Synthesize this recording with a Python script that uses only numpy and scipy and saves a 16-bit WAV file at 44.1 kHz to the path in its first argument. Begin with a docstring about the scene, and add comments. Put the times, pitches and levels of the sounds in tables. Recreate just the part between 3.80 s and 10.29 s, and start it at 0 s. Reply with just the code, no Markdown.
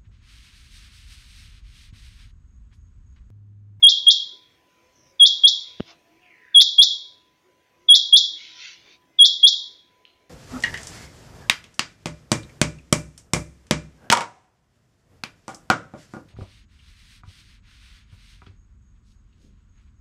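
"""A caged quail gives five sharp double calls in a brick courtyard: each note is a pure swept sine that sags,
creeps up, then flicks steeply upward. Near walls slap it back, a decaying noise tail makes the yard ring on,
and the loudest moments clip in the handheld phone. A bump on its case and taps on the cage bars ring damped
modes; shaped noise makes the scuffing shoes, footfalls, falling swishes and quiet outdoor murk, and
unsteady sines make two hums and the far-off birds."""
import sys
import numpy as np
from scipy import signal
from scipy.fft import rfft, irfft, next_fast_len
from scipy.io import wavfile
from scipy.ndimage import uniform_filter1d, map_coordinates

SR = 44100
rng = np.random.default_rng(int(sys.argv[2]) if len(sys.argv) > 2 else 0)


def unload_audio(sound):
    """Save the sound as a 16-bit wav file, at the path given as the first command line argument."""
    columns = np.transpose(np.atleast_2d(sound))
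    # keep every value between -1 and 1, then stretch to whole-number steps
    steps = np.round(np.clip(columns, -1, 1) * 32767)
    wavfile.write(sys.argv[1], SR, steps.astype(np.int16))


N = 286429  # length in samples
LEAD_S = 0.01  # each note is rendered from this long before its start, to leave room for the swell


def amp(db):
    """Decibels to gain."""
    return 10 ** (np.asarray(db) / 20)


def unit(x):
    """Scale to rms 1."""
    return x / np.sqrt(np.mean(x ** 2) + 1e-20)


def along(points, hz):
    """Read a curve of (f/Hz, value) points on a log frequency axis."""
    f, v = np.transpose(points)
    return np.interp(np.log(hz + 1), np.log(f), v)


def clock():
    """The time of every sample, in seconds."""
    return np.arange(N) / SR


def wobble(rate):
    """A smooth random curve through `rate` random knots a second."""
    knots = rng.standard_normal(int(N * rate / SR) + 4)
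    return map_coordinates(knots, [clock() * rate])


def filtered(x, response):
    """Shape the spectrum of x by a gain that is a function of frequency."""
    m = next_fast_len(N + SR // 2)
    gain = response(np.fft.rfftfreq(m, 1 / SR))
    return irfft(rfft(x, m) * gain, m)[:N]


def noise(spectrum, patchy_db):
    """Coloured noise of rms 1, with random gain patches smoothed over time and frequency."""
    z = signal.stft(rng.standard_normal(N), nperseg=1024)[2]
    field = uniform_filter1d(rng.standard_normal(z.shape), size=5, axis=0)
    field = uniform_filter1d(field, size=9, axis=1)
    patchy = signal.istft(z * amp(patchy_db * unit(field)), nperseg=1024)[1][:N]
    return unit(filtered(patchy, lambda hz: amp(along(spectrum, hz))))


def tone(hz, drift_hz):
    """A slightly unsteady sine of rms 1."""
    pitch = hz + drift_hz * wobble(15)
    return unit(np.sin(2 * np.pi * np.cumsum(pitch) / SR))


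def add(track, s, sound):
    """Mix a sound into the track at time s."""
    start = max(round(s * SR), 0)
    track[start:start + len(sound)] += sound[:N - start]


def outdoors(air_db=8.6, swing=0.7, murmur_db=-5):
    """Faint far-off murk: broad noise of drifting level, patchier noise weighted low, two wavering hums."""
    # spectrum of the open air: f/Hz, relative level/dB per Hz
    air_spectrum = [(25, -23.5), (80, -7), (230, -10), (340, -6), (430, -10), (520, -8.5), (850, -15),
                    (1200, -16.5), (2250, -10.5), (3200, -16), (4600, -22), (6300, -20), (7400, -29.5),
                    (16000, -32)]
    # distant rumble of the town: f/Hz, relative level/dB per Hz
    town = [(40, -15), (90, 0), (200, -5), (350, 0), (600, -3), (1300, -14), (2500, -40)]
    # drift of the background, ahead of swing and air_db: t/s, level/dB
    air_drift = [(0.0, -73.5), (2.06, -71.5), (3.05, -76.5), (4.95, -73.5), (6.49, -76.5)]
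    # faint hums: f/Hz, level/dB, waver/dB, drift/Hz
    hum_rows = [(338, -74.5, 8, 17), (999.1, -70.5, 3, 4)]
    times, drift_db = np.transpose(air_drift)
    level_db = np.interp(clock(), times, drift_db)
    mean_db = level_db.mean()
    level = amp(mean_db + swing * (level_db - mean_db) + air_db)
    murk = level * (noise(air_spectrum, patchy_db=3.0) + amp(murmur_db) * noise(town, patchy_db=5))
    hums = np.zeros(N)
    for hz, db, waver_db, drift_hz in hum_rows:
        hums += amp(db) * unit(amp(waver_db * wobble(13)) * tone(hz, drift_hz))
    return murk + hums


def yard_tail(build, clump_db=2):
    """Diffuse answer of the courtyard, energy 1: it builds up, comes in clumps, decays by frequency."""
    # ring time of the yard: f/Hz, t60/s
    ring_time = [(300, 0.25), (3300, 0.4968), (4200, 0.4847), (5000, 0.45), (6200, .44), (7100, 0.4217)]
    # strength of the yard's answer: f/Hz, level/dB
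    colour = [(3350, -6), (3800, 2.93), (5000, -0.5)]
    hz, t, z = signal.stft(rng.standard_normal(SR), SR, nperseg=256)
    decay_db = -60 * t / along(ring_time, hz)[:, None]
    shaped = z * amp(along(colour, hz)[:, None] + decay_db)
    tail = signal.istft(shaped, SR, nperseg=256)[1][:SR]
    clumps = amp(clump_db * unit(uniform_filter1d(rng.standard_normal(SR), size=90)))
    onset = 1 - np.exp(-(np.arange(SR) / SR / build) ** 2)
    tail = tail * clumps * onset
    return tail / np.linalg.norm(tail)


def knee(x, width):
    """Zero below 0 and x above, with a rounded corner."""
    return width * np.logaddexp(0, x / width)


def whistle(length, low_hz, sag_hz, flick_db, creep_bend=0.0018, flick_bend=0.0023,
            top_bend_hz=150, flick_span_hz=700, octave_db=-45):
    """A near-pure tone settles, creeps, then flicks up and fades as it leaves the throat's resonance."""
    # the throat's loudness at each pitch: f/Hz, level/dB
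    throat = [(3300, 0), (3550, -2), (4000, -6), (4800, -8.5), (5600, -8.5), (6400, -25.5), (7000, -24)]
    attack_s, swell_s, settle_s, release_s = 0.0058, 0.0027, 0.0074, 0.003
    creep_s, creep_hz_per_s = 0.027, 8030  # the creep leads the flick by creep_s
    flick_s, flick_hz_per_s, flick_top_hz = 0.01847, 251000, 7062.4

    t = np.arange(SR // 8) / SR - LEAD_S
    creep_hz = creep_hz_per_s * knee(t - length + creep_s, creep_bend)
    rise_hz = creep_hz + flick_hz_per_s * knee(t - length, flick_bend)
    pitch = low_hz + sag_hz * np.exp(-t / settle_s) + rise_hz
    pitch = flick_top_hz - knee(flick_top_hz - pitch, top_bend_hz)  # level off at the top
    phase = 2 * np.pi * np.cumsum(pitch) / SR
    swell = (1 + np.tanh((t - attack_s) / swell_s)) / 2
    release = np.clip((length + flick_s - t) / release_s, 0, 1)
    flick_share = np.clip(rise_hz / flick_span_hz, 0, 1)
    level = swell * release * amp(along(throat, pitch) + flick_db * flick_share)
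    octave = level ** 2 * amp(octave_db) * np.sin(2 * phase)
    return level * np.sin(phase) + octave


def quail(tail_db=-6.5, build=0.017, lasting=0.33):
    """A long note, then a short one; each overlaps its own wall echoes, so it beats as the pitch climbs."""
    # echoes from walls and cages: delay/s, level/dB
    walls = [(.006951, -4.5), (.008834, -13), (.011006, -10), (.014671, -13), (.016645, -7.4),
             (.018001, -10.5), (.027055, -15), (0.0727, -22)]
    # double calls: start t/s, second note after/s, its time to the flick/s,
    # resting pitch of the long note f/Hz, level/dB, flick of the long note/dB
    calls = [(0.0228, 0.24, 0.04104, 3244, -2.5, -3), (1.3938, 0.23765, 0.04275, 3266, -4, -1),
             (2.7424, 0.23583, .0438, 3286, -2.5, 0.43), (4.0825, .2389, .0451, 3289, -2, -0.42),
             (5.3847, 0.24088, .046, 3278, -3.5, -0.19)]
    long_s, long_sag_hz = 0.0658, 343.5
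    # the short note against the long one: its own sag, lower pitch, level and extra flick
    short_sag_hz, short_drop_hz, short_db, short_flick_db = 145.3, 25, -0.55, 1.503

    out, samples = np.zeros(N), np.arange(SR)
    # the direct sound, then each slap
    early = (samples == 0) + sum(amp(db) * np.sinc(samples - delay * SR) for delay, db in walls)
    fixed_tail, share = yard_tail(build), np.clip(lasting, 0, 1)
    for start, gap, short_s, low_hz, db, flick_db in calls:
        long_note = whistle(long_s, low_hz, long_sag_hz, flick_db)
        short_note = amp(short_db) * whistle(
            short_s, low_hz - short_drop_hz, short_sag_hz, flick_db + short_flick_db)
        for s, note in ((start, long_note), (start + gap, short_note)):
            # the phone moves a little between notes, so part of the yard's answer changes
            tail = np.sqrt(share) * fixed_tail + np.sqrt(1 - share) * yard_tail(build)
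            heard = signal.fftconvolve(note, early + amp(tail_db) * tail)
            add(out, s - LEAD_S, amp(db) * heard)
    return out


def far_birds(note_width=0.055):
    """Short phrases of evenly spaced hoots or peeps, each an unsteady sine around one pitch."""
    # phrases: first note t/s, notes, spacing/s, f/Hz, level/dB
    phrases = [(1.05, 2, 0.293, 515, -65), (2.12, 3, .17, 700.3, -64.5), (5.36, 2, .25, 2060, -68)]
    out = np.zeros(N)
    for first, count, spacing, hz, db in phrases:
        notes = np.zeros(N)
        for k in range(round(count)):
            notes += np.exp(-((clock() - first - k * spacing) / note_width) ** 2)
        out += amp(db) * notes * tone(hz, drift_hz=13)
    return out


def swishes(fade=0.05, glide=0.15):
    """Bands of soft noise that fade in, slide down towards a resting pitch and fade out."""
    # soft swishes: start t/s, length/s, from f/Hz, towards f/Hz, width/Hz, level/dB
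    sweeps = [(1.12, 0.23, 6030, 5520, 440, -62.5), (2.41, .38, 2800, 1600, 200, -56),
              (2.4, 0.44, 3200, 2100, 380, -63)]
    out = np.zeros(N)
    for start, length, from_hz, to_hz, width_hz, db in sweeps:
        t = np.maximum(clock() - start, 0)
        centre_hz = to_hz + (from_hz - to_hz) * np.exp(-t / glide)
        band = filtered(rng.standard_normal(N), lambda hz: np.exp(-(hz / width_hz) ** 2 / 2))
        carrier = np.cos(2 * np.pi * np.cumsum(centre_hz) / SR)
        level = amp(db) * np.clip(np.minimum(t, length - t) / fade, 0, 1)
        out += level * unit(band * carrier)
    return out


def shoes(grain_db=-1.0, unevenness_db=0.09):
    """Each slide of a sole on the paving swells and fades, roughened by grit."""
    # scuffs: peak t/s, rise/s, fall/s, level/dB
    scuffs = [(1.92, 0.1, 0.166, -54.5), (2.099, 0.0344, 0.0308, -48.5), (4.62, 0.051, 0.178, -45),
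              (4.868, 0.108, 0.089, -38.5), (5.13, 0.161, 0.033, -51.5)]
    # colour of the grit: f/Hz, relative level/dB per Hz
    grit = [(410, -81), (700, -48.5), (975, -24), (1190, -30.5), (1420, -9), (1750, -10.5), (2200, -2.5),
            (3510, -1.5), (3950, -3), (5810, -7.5), (9000, -40), (11700, -78), (19800, -120)]
    t = clock()
    power = np.zeros(N)
    for s, rise, fall, db in scuffs:
        spread = np.where(t < s, rise, fall)
        power += amp(db) ** 2 * np.exp(-2 * ((t - s) / spread) ** 2)
    roughness = amp(grain_db * wobble(370) + unevenness_db * wobble(22))
    return np.sqrt(power) * unit(roughness * noise(grit, patchy_db=4.0))


def strikes(blows, modes, contact):
    """Every blow rings the same damped modes; a longer contact (s) softens the click."""
    out, t = np.zeros(N), np.arange(SR // 8) / SR
    ring = sum(amp(db - 60 * t / t60) * np.sin(2 * np.pi * hz * t) for hz, db, t60 in modes)
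    for s, db in blows:
        add(out, s, amp(db) * ring * (1 - np.exp(-t / contact)))
    return out


def knocks(bump_wet_db=-26, tap_wet_db=0, low_cut_hz=95):
    """Bumps reach the microphone through the case, nearly dry; the cage taps ring round the yard."""
    # blows on the phone's body: t/s, level/dB
    bump_blows = [(1.9995, -22.5), (2.0044, -12)]
    # modes of the case: f/Hz, level/dB, t60/s
    case = [(99, -20, 0.069), (249, 4.5, 0.011), (423, -1.5, 0.0069), (1201, -2.5, 0.00327),
            (2930, -7, 0.0052)]
    # light taps on cage bars: t/s, level/dB
    tap_blows = [(2.106, -42.5), (6.2525, -34.5)]
    # modes of a bar: f/Hz, level/dB, t60/s
    bar = [(2670, -8, 0.0083), (2993.6, 8.5, 0.0049), (4087, -16, 0.0313)]
    low_cut = signal.butter(2, low_cut_hz, "high", fs=SR, output="sos")
    bumps = signal.sosfilt(low_cut, strikes(bump_blows, case, contact=0.000225))
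    taps = strikes(tap_blows, bar, contact=0.00035)
    airborne = amp(bump_wet_db) * bumps + amp(tap_wet_db) * taps
    return bumps + taps + signal.fftconvolve(airborne, yard_tail(build=0.007))[:N]


def footfalls(length=0.038):
    """A sole lands with a short dull puff of noise."""
    # landings: t/s, level/dB
    landings = [(2.11, -54.5), (5.072, -62.5)]
    # colour of the sole: f/Hz, relative level/dB per Hz
    sole = [(200, -26), (450, -6), (1300, -1.5), (2500, -24)]
    puffs = sum(amp(db) * np.exp(-((clock() - s) / length) ** 2) for s, db in landings)
    return puffs * noise(sole, patchy_db=1.5)


def scene():
    """The microphone dulls the sources steeply above 7 kHz; the outdoor bed joins after that filter."""
    # microphone response: f/Hz, gain/dB
    mic = [(6900, -1), (7100, 2), (7300, -14.5), (7700, -31), (9000, -46)]
    sources = quail() + far_birds() + swishes() + shoes() + knocks() + footfalls()
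    return (filtered(sources, lambda hz: amp(along(mic, hz))) + outdoors())[None]


def record(dry, ceiling=0.6744, hardness=22, lopsided=0.0039, rasp_db=-37, top_hz=15850):
    """Loud peaks clip a little unevenly, adding a thin third harmonic and faint rasp; then a band limit."""
    top = ceiling * (1 + lopsided * np.sign(dry[0]))
    clipped = dry[0] / (1 + np.abs(dry[0] / top) ** hardness) ** (1 / hardness)
    # noise that sounds only where the clipping bites
    rasp = amp(rasp_db) * (dry[0] - clipped) * rng.standard_normal(N)
    return filtered(clipped + rasp, lambda hz: hz < top_hz)[None]


dry = scene()
out = record(dry)
unload_audio(out)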